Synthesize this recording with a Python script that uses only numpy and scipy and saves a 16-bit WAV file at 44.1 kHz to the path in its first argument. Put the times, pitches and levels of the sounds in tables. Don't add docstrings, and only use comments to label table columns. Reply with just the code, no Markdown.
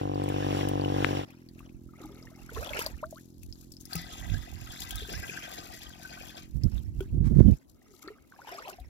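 import sys
import numpy as np
from scipy import signal
from scipy.fft import rfft, irfft, next_fast_len
from scipy.io import wavfile
from scipy.ndimage import uniform_filter1d, map_coordinates

SR = 44100
rng = np.random.default_rng(int(sys.argv[2]) if len(sys.argv) > 2 else 0)


def boost_factor(decibels):
    exponent = np.asarray(decibels, float) / 20
    return 10 ** exponent


def wav_record(signal):
    frames = np.transpose(np.atleast_2d(signal))
    bounded = np.clip(frames, -1, 1)
    quanta = np.round(bounded * 32767).astype(np.int16)
    wavfile.write(sys.argv[1], SR, quanta)


N = 392038

CUT_S = 1.25
PORT_LAG_S = 0.0005277
TOP_HZ = 16300

# time in seconds, firings per second, level in dB.
ENGINE_NEAR = [(0, 48.7, -32), (.59, 48.4, -29.5), (1.04, 48.0, -29), (1.18, 47.9, -31),
               (1.25, 47.9, -40.5)]
ENGINE_FAR = [(1.25, 42.8, -55), (1.63, 42.7, -52.5), (3.72, 43.5, -55.5), (4.5, 42.86, -54),
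              (5.66, 43.54, -58.5), (6.9, 45.1, -54.5), (7.5, 44.45, -48), (7.63, 44.54, -73),
              (8.89, 44.6, -68.5)]
# centre in Hz, width in Hz, level in dB.
PIPE_NEAR = [(118, 42, 14), (294.6, 62, 11.5), (469, 61, 6), (744, 60, 6.5), (985, 72, 0)]
PIPE_FAR = [(127, 85, 1.5), (237.5, 50, 1), (317.3, 40, -1)]
# time in seconds, level in dB.
JET_LEVEL = [(0, -47), (.07, -52), (.3, -47), (.59, -39), (.82, -46), (1.03, -40.5), (1.18, -38),
             (1.25, -48.5)]
# frequency in Hz, level in dB per Hz.
JET_COLOUR = [(60, -46), (200, 10.5), (600, 10), (1000, 0), (1650, -0.5), (2250, -8.5), (2850, -1.5),
              (4300, -10.5), (5500, -6), (8500, -18.5), (12000, -16.5), (16000, -26.5)]
JET_FLUTTER_DB = 1.5
# time in seconds, level in dB, left over right in dB.
TAPS = [(1.0461, -9.5, 17.5)]

# time in seconds, flow level in dB.
POUR_FLOW = [(3.8, -82), (3.941, -43), (4.08, -50), (4.34, -48.5), (4.55, -53.5), (4.79, -44.5),
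             (5.06, -47.5), (5.13, -43.5), (5.45, -47), (5.96, -53), (6.22, -48.5), (6.391, -52),
             (6.56, -77.5)]
POUR_SPRAY_DB, STREAM_FLUTTER_DB = -6, 5
# resonance in Hz, width in Hz, level in dB.
CAN_MODES = [(172, 30, 0.5), (390, 110, -3), (740, 100, -2.5), (1273, 18, 3), (1590, 39, 3),
             (1997, 26, 4.5), (2596, 310, -3), (3424, 335, 3), (4970, 490, -2.5), (6750, 590, -7)]
CAN_SAG, SAG_FROM_S, SAG_TO_S = 0.96, 5.2, 5.6
LOW_HZ, LOW_GAIN_DB = 1800, 5
# time in seconds, relative strength in dB.
SLAPS = [(4.1343, -34), (4.3398, -38.5), (4.708, -41), (4.8177, -34.5), (4.905, -49), (4.982, -36),
         (5.0948, -34), (5.4306, -33.5), (5.5258, -34.5), (5.5795, -28.5), (5.6322, -40), (5.737, -31.5),
         (6.0251, -30.5), (6.1256, -33.5), (6.375, -29.5), (6.422, -28)]
SLAP_OVER_DB, SLAP_DECAY_S = 45.5, 0.021
# start in seconds, hold in seconds, slosh level in dB, spray over slosh in dB.
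SPLASHES = [(1.29, 0.02, -55.5, -15.5), (1.58, 0.086, -66.5, 1), (2.57, 0.082, -47.5, -1),
            (2.67, 0.043, -48, -4.5), (2.77, 0.033, -39, -6), (2.92, 1, -87, 20), (3.16, 0.011, -62.5, 1.5),
            (3.6, 0.022, -71.5, 10.5), (6.64, 0.0056, -63.5, -6), (6.73, 0.043, -57.5, -7),
            (7.005, 0.028, -59, -11), (7.47, 0.062, -62.5, -3), (8.33, 0.13, -65, -6.5),
            (8.49, 0.097, -49, -8), (8.67, 0.0094, -46.5, -10)]
SPLASH_RISE_DB_PER_S, SPLASH_FALL_DB_PER_S = 178, 125
# start in seconds, hold in seconds, slosh level in dB, spray over slosh in dB.
DIPS = [(2.02, 0.019, -56, -5), (2.15, 0.29, -62, -4.5), (7.82, 0.06, -69, -12), (7.92, 0.1, -69.5, 5),
        (8.05, 0.041, -56.5, -26)]
DIP_RISE_DB_PER_S, DIP_FALL_DB_PER_S = 188, 99
JUG_SHARE = 0.69
# resonance in Hz, width in Hz, level in dB.
JUG_MODES = [(348, 180, 0), (780, 350, -2.5), (1272, 146, 3), (2144, 220, 2), (2800, 250, -1.5),
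             (3820, 390, -3)]
CALM_SLOSH_DB, CALM_SPRAY_DB = -83.5, -74
# frequency in Hz, level in dB per Hz.
SLOSH_COLOUR = [(200, -34), (380, -1.5), (700, -0.5), (1100, -6), (1700, -3.5), (2600, -4), (4000, -14.5),
                (5500, -9), (9000, -97)]
FIZZ_COLOUR = [(1760, -45.5), (3000, -9.5), (3950, -6), (5250, -4.5), (6920, -2), (8560, -11),
               (12500, -1.5), (15500, -13.5), (16300, -37)]

# start in seconds, level in dB, pitch in Hz, t60 in seconds.
BUBBLES = [(1.605, -38.5, 1136, 0.019), (1.936, -45, 1214, 0.042), (2.012, -37, 340, 0.074),
           (2.04, -37, 306, 0.2), (2.049, -41, 814, 0.037), (1.89, -52, 1285, 0.054),
           (1.985, -51, 1320, .03), (2.036, -38, 1207, 0.033), (2.315, -49, 626, 0.063),
           (2.388, -51, 780, 0.049), (2.39, -49, 2620, .03), (2.103, -44.5, 390, 0.16),
           (2.271, -38.5, 1800, 0.019), (2.493, -30, 1410, 0.016), (2.519, -40, 458, 0.067),
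           (2.571, -28.5, 433, 0.072), (2.563, -31.5, 1057, 0.059), (2.573, -32, 1290, 0.029),
           (2.625, -39.5, 660, 0.11), (2.734, -24, 2180, 0.02), (2.775, -43, 794, 0.058),
           (2.868, -30, 1010, 0.017), (2.79, -21, 430, 0.021), (2.863, -24.5, 603, 0.031),
           (3.029, -28.5, 604, .1), (3.126, -32.5, 620, 0.046), (3.953, -29.5, 165, 0.18),
           (4.344, -33.5, 1590, 0.051), (5.02, -36.5, 418, 0.066), (5.087, -36, 408, 0.054),
           (5.135, -38, 1525, 0.18), (7.005, -38.5, 1410, 0.042), (7.004, -43, 2270, 0.027),
           (7.007, -23.5, 372, 0.081), (7.938, -51.5, 1230, 0.042), (8.037, -47, 1200, 0.079),
           (8.022, -47, 2180, .035), (8.045, -43, 309, 0.16), (8.063, -45, 1250, .03),
           (8.075, -33, 372, 0.061), (8.083, -38, 1780, 0.032), (8.08, -43, 2090, .035),
           (8.082, -30.5, 1290, 0.021), (8.103, -36, 415, 0.087), (8.322, -34, 1500, 0.013),
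           (8.336, -48, 1084, 0.063), (8.362, -47, 1610, 0.028), (8.392, -36, 865, 0.028),
           (8.417, -36.5, 1430, 0.025), (8.447, -41, 890, 0.026), (8.488, -36.5, 980, .05),
           (8.566, -48, 2200, .02), (8.58, -48, 627, .06), (8.605, -47, 496, 0.087),
           (8.649, -38, 2520, 0.026), (8.685, -39.5, 377, 0.054), (8.69, -43, 625, 0.089),
           (8.473, -34, 870, 0.037), (8.514, -47.5, 370, 0.44), (8.546, -36.5, 664, 0.062),
           (8.675, -29, 770, 0.027), (8.785, -40.5, 702, 0.075)]
CLIMB_PER_CYCLE = 0.0035
# start in seconds, length in seconds, from Hz, to Hz, level in dB.
WHISTLES = [(1.986, 0.095, 429, 254, -55), (2.57, 0.079, 454, 716, -39.5), (3.027, 0.018, 890, 1620, -33.5),
            (3.143, 0.056, 950, 2150, -54.5), (7.865, 0.13, 437, 257.3, -59),
            (8.388, 0.022, 840, 1460, -44), (8.578, .02, 1100, 1460, -48), (8.65, 0.025, 412, 910, -52.5),
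            (8.69, 0.025, 886, 1670, -46)]
# from seconds, to seconds, bubbles per second.
SWARMS = [(1.97, 2.42, 170), (2.5, 2.88, 420), (7.85, 8.16, 150), (8.33, 8.73, 420)]
SWARM_DB = [-56.5, -52.5, -76, -60.5]
SWARM_HZ, SWARM_T60_CYCLES = 950, 30
SWARM_CLIMB_PER_CYCLE = 0.016
# start in seconds, level in dB, pitch in Hz, crack level in dB.
DROPS = [(0.2878, -31, 2550, -1.5), (0.686, -31.5, 2950, 4.5), (0.145, -37, 4670, -9.5),
         (0.237, -37, 8200, -4), (0.812, -31.5, 4430, -17.5), (0.848, -24, 2800, -21),
         (1.3052, -42, 2430, -5.5), (1.488, -39.5, 4460, -10.5), (1.592, -38.5, 2600, -6),
         (1.693, -46.5, 2420, -13), (2.077, -48, 5700, -21), (2.122, -48.5, 3380, -22),
         (2.227, -38, 5000, -33.5), (2.254, -43, 5600, -11.5), (2.36, -45, 5650, -5.5),
         (2.548, -35.5, 3400, -15.5), (2.598, -37, 3900, -15.5), (2.672, -28, 3300, -12),
         (2.648, -28.5, 3440, -26.5), (2.693, -25, 3260, -14), (2.7343, -23.5, 2480, -22),
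         (2.7917, -17, 2740, -3), (2.8631, -16, 4570, -8.5), (3.1084, -39.5, 6600, 3),
         (3.4324, -43, 2540, 7.5), (3.526, -29, 4960, -19.5), (3.72, -35, 5240, -0.5),
         (3.738, -41.5, 4500, -6.5), (3.768, -33.5, 5040, -15), (3.8108, -32.5, 6280, -3.5),
         (3.854, -32.5, 5110, 0), (3.9323, -19.5, 4500, -5), (3.954, -28, 2480, 8),
         (4.8198, -24, 3560, -20), (4.9075, -23, 3150, -0.5), (4.9555, -40, 3560, 16.5),
         (5.153, -26.5, 5500, -31), (6.636, -27, 5000, -10.5), (6.78, -36, 3600, -15),
         (7.0064, -34, 3080, -3), (8.0774, -33.5, 4280, -17), (8.8, -45.5, 3800, 1.5),
         (8.6809, -30, 2900, -9.5)]
# from seconds, to seconds, drops per second.
SPATTER = [(2.55, 2.86, 20), (4.05, 6.4, 9)]
SPATTER_DB, SPATTER_HZ, SPATTER_CRACK_DB = -46.5, 3150, -22.5

# start in seconds, hold in seconds, level in dB.
SCRAPES = [(7.243, 0.03, -54.5), (7.353, 0.051, -54.5)]
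SCRAPE_RISE_DB_PER_S, SCRAPE_FALL_DB_PER_S = 2002, 250
# frequency in Hz, level in dB per Hz.
SCRAPE_COLOUR = [(400, -29), (900, 0.5), (2100, -4), (2800, -12.5), (6000, -11.5), (9000, -18),
                 (16000, -27)]

# start in seconds, hold in seconds, level in dB on the port hit harder, left over right in dB.
GUSTS = [(1.578, 0.036, -47.5, -8), (1.756, 0.12, -46, -19), (2.093, .03, -50, 0), (2.24, 0.02, -48, -13),
         (2.557, 0.052, -37, -16), (2.724, 0.31, -43, -11), (3.45, 0.022, -42.5, -3.5),
         (3.61, 0.14, -52, -16), (4.013, 0.027, -42.5, 11), (4.254, 0.12, -29, -26),
         (4.5, 0.14, -36.5, -24), (4.83, 0.3, -44.5, -3), (5.17, 0.017, -32.5, -19), (5.47, 0.41, -54, 3),
         (6.2, 0.073, -52.5, 3), (6.559, 0.012, -30.5, -22), (6.642, 0.028, -23.5, -27),
         (6.75, 0.057, -29, -17), (6.922, 0.043, -29, -11), (7.005, .02, -38.5, -6),
         (7.178, 0.033, -18, -7.5), (7.327, 0.015, -20.5, -8.5), (7.394, 0.026, -14.5, -31),
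         (7.492, 0.019, -17.5, -12), (8.83, 0.04, -49, -3)]
GUST_RISE_DB_PER_S, GUST_FALL_DB_PER_S = 166, 140
# time in seconds, level in dB.
BREEZE = [(1.25, -70), (3.9, -61), (6.0, -59), (7.5, -45.5), (7.58, -63), (8.89, -67.5)]
WIND_STOP_S, WIND_STOP_DB_PER_S = 7.535, 911
# frequency in Hz, level in dB per Hz.
SOFT_GUST_COLOUR = [(15, -27), (50, 1.5), (115, -8.5), (225, -25), (330, -40), (500, -56), (900, -64)]
HARD_GUST_COLOUR = [(15, -15), (50, 13), (200, 5), (300, -5.5), (450, -19), (700, -33.5), (1200, -77),
                    (4000, -88)]
# start in seconds, level in dB on the right port, pitch in Hz, left over right in dB.
THUMPS = [(3.951, -34.5, 372, 0.5), (7.176, -16, 221, -17), (7.311, -9.5, 200, -23), (7.371, -16, 150, -25),
          (7.386, -2, 205, -29), (7.405, 2.5, 277, -36), (7.479, -11, 207, -22), (8.798, -35, 54.6, 4)]
THUMP_T60_CYCLES = 7.6
# frequency in Hz, level in dB per Hz.
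HUSH_COLOUR = [(18, -30), (30, -32), (267, -1), (420, -12.5), (621, -18), (5680, -62), (8890, -38),
               (12900, -37), (16300, -35.5)]


def unit(x):
    return x / np.sqrt(np.mean(x ** 2) + 1e-20)


def noise():
    return rng.standard_normal(N)


def curves(rows):
    s, *columns = np.transpose(rows)
    return [np.interp(np.arange(N) / SR, s, column) for column in columns]


def wobble(knots_per_s):
    knots = rng.standard_normal(int(N * knots_per_s / SR) + 4)
    return map_coordinates(knots, [np.arange(N) * knots_per_s / SR])


def filtered(x, response):
    m = next_fast_len(N + 8192)
    return irfft(rfft(x, m) * response(np.fft.rfftfreq(m, 1 / SR)), m)[..., :N]


def coloured(x, points):
    f, db = np.transpose(points)
    return unit(filtered(x, lambda hz: boost_factor(np.interp(np.log(hz + 1), np.log(f + 1), db))))


def resonant(x, modes, alternate=True):
    sign = -1 if alternate else 1

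    def response(f):
        total = 0
        for k, (centre, width, db) in enumerate(modes):
            damping = 1j * f * width
            total = total + sign ** k * boost_factor(db) * damping / (centre * centre - f * f + damping)
        return total

    return unit(filtered(x, response))


def ports(x, lead_s, pan_db, echo_db):
    sides = np.array([[1], [-1]])
    direct = filtered(x, lambda hz: boost_factor(sides * pan_db / 2) * np.exp(1j * np.pi * hz * lead_s * sides))
    tail = rng.standard_normal((2, 2400)) * boost_factor(-60 * np.arange(2400) / SR / 0.051)
    tail = tail / np.linalg.norm(tail[0])
    return direct + boost_factor(echo_db) * signal.fftconvolve(x[None], tail, axes=1)[:, :N]


def wide(x, lead_s, own):
    separate = np.array([np.roll(x, SR), np.roll(x, -SR)])
    return ports(x, lead_s, 0, echo_db=-20) + own * separate


def add(track, s, wave, lead_s, pan_db):
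    for side, sign in zip(track, (1, -1)):
        side[round((s - sign * lead_s / 2) * SR):][:len(wave)] += boost_factor(sign * pan_db / 2) * wave


def grains(count, mid_hz, spread, cycles, size_db, size=400):
    u, t = rng.random((count, 2)), np.arange(size) / SR
    hz = np.clip(mid_hz * np.exp(spread * rng.standard_normal((count, 1))), 300, 16000)
    life = t * hz / cycles
    strength = boost_factor(-size_db * np.log(u[:, 1:] + 12 / count))
    envelope = np.exp(-life) * (1 - np.exp(-4 * life))
    wave = strength * envelope * np.sin(2 * np.pi * hz * t * (1 + 0.048 * life))
    wave = wave * np.hanning(2 * size)[size:]
    at = (u[:, :1] * N).astype(int) + np.arange(size)
    return unit(np.bincount(at.ravel(), wave.ravel(), N + size)[:N])


def swell(s, hold, db, rise_db_per_s, fall_db_per_s):
    t = np.arange(N) / SR
    rise = rise_db_per_s * np.clip(s - t, 0, 1)
    fall = fall_db_per_s * np.clip(t - s - hold, 0, 1)
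    return boost_factor(db - rise - fall) ** 2


def patchy(x, depth_db):
    z = signal.stft(x, nperseg=256)[2]
    field = uniform_filter1d(rng.standard_normal(z.shape[-2:]), size=3, axis=0)
    field = uniform_filter1d(field, size=6, axis=1)
    return unit(signal.istft(z * boost_factor(depth_db * unit(field)), nperseg=256)[1][..., :N])


def engine(rows, pipe, first, scatter_db, soft_hz):
    rate, db = curves(rows)
    firings = np.flatnonzero(np.diff(np.floor(np.cumsum(rate) / SR + first)))
    pulses = np.zeros(N)
    pulses[firings] = boost_factor(scatter_db * rng.standard_normal(len(firings)))
    puffs = signal.sosfilt(signal.butter(6, soft_hz, fs=SR, output="sos"), pulses)
    return -boost_factor(db) * resonant(puffs, pipe, alternate=False)


def jet():
    spray = noise() + 0.58 * grains(7000, mid_hz=2800, spread=0.35, cycles=6, size_db=2.0, size=500)
    spray = patchy(coloured(wide(spray, -PORT_LAG_S, 1.0), JET_COLOUR), depth_db=1.5)
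    level = boost_factor(curves(JET_LEVEL)[0] + JET_FLUTTER_DB * wobble(8.6))
    return level * spray * boost_factor([[2.5], [.1]])


def pump():
    near_engine = engine(ENGINE_NEAR, PIPE_NEAR, first=.36, scatter_db=.9, soft_hz=950)
    out = ports(near_engine, -PORT_LAG_S, -.6, -14) + jet()
    t = np.arange(300) / SR
    u = t / 0.00012
    tap = (u / 2) ** 2 * np.exp(2 - u) * np.sin(2 * np.pi * 1800 * t)
    for s, db, pan_db in TAPS:
        add(out, s, boost_factor(db) * tap, 0, pan_db)
    return out


def stirred(rows, rise_db_per_s, fall_db_per_s):
    return sum(swell(s, hold, db, rise_db_per_s, fall_db_per_s) * boost_factor([[0], [spray_db]]) ** 2
               for s, hold, db, spray_db in rows)


def slaps():
    hits = np.zeros(N)
    for s, db in SLAPS:
        hits[round(s * SR)] = boost_factor(db + SLAP_OVER_DB)
    return signal.lfilter([1], [1, -np.exp(-1 / (SLAP_DECAY_S * SR))], hits)


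def sagging(x, hz, width):
    turn = np.interp(np.arange(N) / SR, [SAG_FROM_S, SAG_TO_S], [0, np.pi / 2])
    high = resonant(x, [(hz, width, 0)])
    low = boost_factor(LOW_GAIN_DB * (hz < LOW_HZ)) * resonant(x, [(hz * CAN_SAG, width, 0)])
    return np.cos(turn) * high + np.sin(turn) * low


def poured_stream():
    stream = noise() * (boost_factor(STREAM_FLUTTER_DB * wobble(40)) + slaps())
    stream = stream + 1.17 * grains(4000, mid_hz=1990, spread=0.65, cycles=5.6, size_db=3.5)
    stream = wide(stream, PORT_LAG_S, 0.72)
    woken = 0
    for k, (hz, width, db) in enumerate(CAN_MODES):
        gain = (-1) ** k * boost_factor(db + 4.1 * wobble(7)) * width ** 0.39
        woken = woken + gain * sagging(stream, hz, width)
    mixed = unit(woken) + 0.49 * coloured(stream, SLOSH_COLOUR)
    return patchy(mixed, depth_db=3.0) * boost_factor([[2.5], [-1.5]])


def open_slosh(power):
    foam = np.clip((10 * np.log10(power) + 62) / 14, 0, .85)
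    lively = 0.99 * patchy(noise(), depth_db=10.0)
    lively = lively + grains(3500, mid_hz=1427, spread=0.59, cycles=12, size_db=4.5, size=1000)
    calm = patchy(noise() * boost_factor(4.2 * wobble(50)), depth_db=8.5)
    churn = foam * unit(lively) + (1 - foam) * calm
    return coloured(wide(churn, 0.00027, 1.0), SLOSH_COLOUR)


def jug_slosh():
    glugs = noise() * boost_factor(4.3 * wobble(45))
    glugs = glugs + 0.8 * grains(3000, mid_hz=1100, spread=0.7, cycles=9.1, size_db=4.5)
    inside = resonant(resonant(wide(glugs, 0.0001, 0.19), JUG_MODES), JUG_MODES)
    return patchy(inside, depth_db=3.5)


def fine_spatter():
    spatter = noise() * boost_factor(4.15 * wobble(30) + 7.25 * wobble(170))
    spatter = spatter + 1.24 * grains(6000, mid_hz=7400, spread=0.579, cycles=4.3, size_db=4.0, size=200)
    return coloured(wide(spatter, PORT_LAG_S, 1.0), FIZZ_COLOUR) * boost_factor([[3], [-5]])


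def water():
    splash, splash_spray = stirred(SPLASHES, SPLASH_RISE_DB_PER_S, SPLASH_FALL_DB_PER_S)
    dip, dip_spray = stirred(DIPS, DIP_RISE_DB_PER_S, DIP_FALL_DB_PER_S)
    flow = boost_factor(np.interp(np.arange(N) / SR, *np.transpose(POUR_FLOW), -120, -120)) ** 2
    jug = JUG_SHARE * dip
    outside = splash + dip - jug + boost_factor(CALM_SLOSH_DB) ** 2
    pour_spray = flow * (1 + 0.195 * slaps()) ** 2 * boost_factor(POUR_SPRAY_DB) ** 2
    fizz = splash_spray + dip_spray + pour_spray + boost_factor(CALM_SPRAY_DB) ** 2
    slosh = np.sqrt(outside) * open_slosh(outside + jug) + np.sqrt(jug) * jug_slosh()
    return slosh + np.sqrt(flow) * poured_stream() + np.sqrt(fizz) * fine_spatter()


def chance_bubbles():
    rows = []
    for (start, end, rate), swarm_db in zip(SWARMS, SWARM_DB):
        for size, pitch in rng.standard_normal((round(rate * (end - start)), 2)):
            hz = SWARM_HZ * np.exp(0.55 * pitch)
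            s = rng.uniform(start, end)
            rows.append((s, swarm_db + 1.8 * size, hz, SWARM_T60_CYCLES / hz, SWARM_CLIMB_PER_CYCLE))
    return rows


def bubbles():
    out, t = np.zeros(N + SR), np.arange(SR // 4) / SR
    listed = [row + (CLIMB_PER_CYCLE,) for row in BUBBLES]
    for s, db, hz, t60, climb in listed + chance_bubbles():
        ring = np.sin(2 * np.pi * hz * (t + climb * hz * t * t / 2)) * (1 - np.exp(-t / 0.001))
        out[round(s * SR):][:len(t)] += boost_factor(db - 60 * t / max(t60, .01)) * ring
    waver = np.pad(wobble(120), (0, SR))
    for s, length, from_hz, to_hz, db in WHISTLES:
        start = round(s * SR)
        u = np.clip(t / length, 0, 1)
        hz = from_hz + (to_hz - from_hz) * u ** 2.01
        level = boost_factor(db + 5.8 * waver[start:][:len(t)]) * np.sin(np.pi * u ** 1.1)
        out[start:][:len(t)] += level * np.sin(2 * np.pi * np.cumsum(hz) / SR)
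    return ports(out[:N], .0001, 1.5, -11)


def chance_drops():
    rows = []
    for start, end, rate in SPATTER:
        for size, pitch, crack in rng.standard_normal((round(rate * (end - start)), 3)):
            hz = SPATTER_HZ * np.exp(.15 * pitch)
            s = rng.uniform(start, end)
            rows.append((s, SPATTER_DB + 3 * size, hz, SPATTER_CRACK_DB + 7 * crack))
    return rows


def drops():
    out, t = np.zeros(N + SR), np.arange(1500) / SR
    high = signal.butter(4, 5000, "high", fs=SR)
    for s, db, hz, crack_db in DROPS + chance_drops():
        crack = signal.lfilter(*high, rng.standard_normal(len(t)))
        crack = crack * boost_factor(crack_db - 60 * t / 0.014) * (1 - np.exp(-t / 0.0025))
        ping = np.sin(2 * np.pi * hz * t * (1 + 8 * t))
        ping = ping * boost_factor(-60 * t / 0.0077 - 5.5) * (1 - np.exp(-t / 0.00012))
        out[round(s * SR):][:len(t)] += boost_factor(db) * (ping + crack)
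    near = np.arange(N) < CUT_S * SR
    near_drops = ports(out[:N] * near, -PORT_LAG_S, 16.0, 0.72)
    return near_drops + ports(out[:N] * ~near, PORT_LAG_S, 14.7, -0.17)


def scrapes():
    power = sum(swell(s, hold, db, SCRAPE_RISE_DB_PER_S, SCRAPE_FALL_DB_PER_S) for s, hold, db in SCRAPES)
    rubbing = rng.standard_normal((2, N)) * boost_factor(3.4 * wobble(90))
    return np.sqrt(power) * coloured(rubbing, SCRAPE_COLOUR)


def gust_power():
    stop = swell(0, WIND_STOP_S, 0, 0, WIND_STOP_DB_PER_S)
    power = boost_factor(curves(BREEZE)[0]) ** 2
    for s, hold, db, pan_db in GUSTS:
        gust = swell(s, hold, db, GUST_RISE_DB_PER_S, GUST_FALL_DB_PER_S)
        sides = boost_factor([[min(pan_db, 0)], [min(-pan_db, 0)]]) ** 2
        power = power + gust * sides * (stop if s < WIND_STOP_S else 1)
    return power


def thumps(out):
    t = np.arange(SR // 20) / SR
    for s, db, hz, pan_db in THUMPS:
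        level = boost_factor(db + pan_db / 2 - 60 * t * hz / THUMP_T60_CYCLES)
        add(out, s, level * np.sin(2 * np.pi * hz * t) * (1 - np.exp(-4 * t * hz)) ** 2, 0, pan_db)
    return out


def wind():
    out = []
    for port_db in 10 * np.log10(gust_power()):
        hard = np.clip((port_db + 34) / 20, 0, 1)
        lumps = noise() * boost_factor(4.44 * wobble(30) + 4.0 * hard * wobble(130))
        soft_part = (1 - hard) * coloured(lumps, SOFT_GUST_COLOUR)
        hard_part = 1.54 * hard * coloured(lumps, HARD_GUST_COLOUR)
        out.append(boost_factor(port_db) * (soft_part + hard_part))
    return np.array(out)


def hush():
    return boost_factor(-63) * coloured(rng.standard_normal((2, N)), HUSH_COLOUR)


def scene():
    far_engine = engine(ENGINE_FAR, PIPE_FAR, first=.4, scatter_db=.8, soft_hz=345)
    far_view = ports(far_engine, -.0001, .1, -9) + water() + scrapes() + thumps(wind()) + hush()
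    near = np.arange(N) < CUT_S * SR
    return np.where(near, pump(), far_view) + bubbles() + drops()


def low_pass(x):
    return signal.sosfilt(signal.butter(12, 16840, fs=SR, output="sos"), x)


def record(dry):
    pressed = dry / (1 + np.abs(dry / .9) ** 4) ** .25
    mix = filtered(pressed, lambda hz: hz < TOP_HZ)
    return low_pass(mix)


dry = scene()
out = record(dry)
wav_record(out)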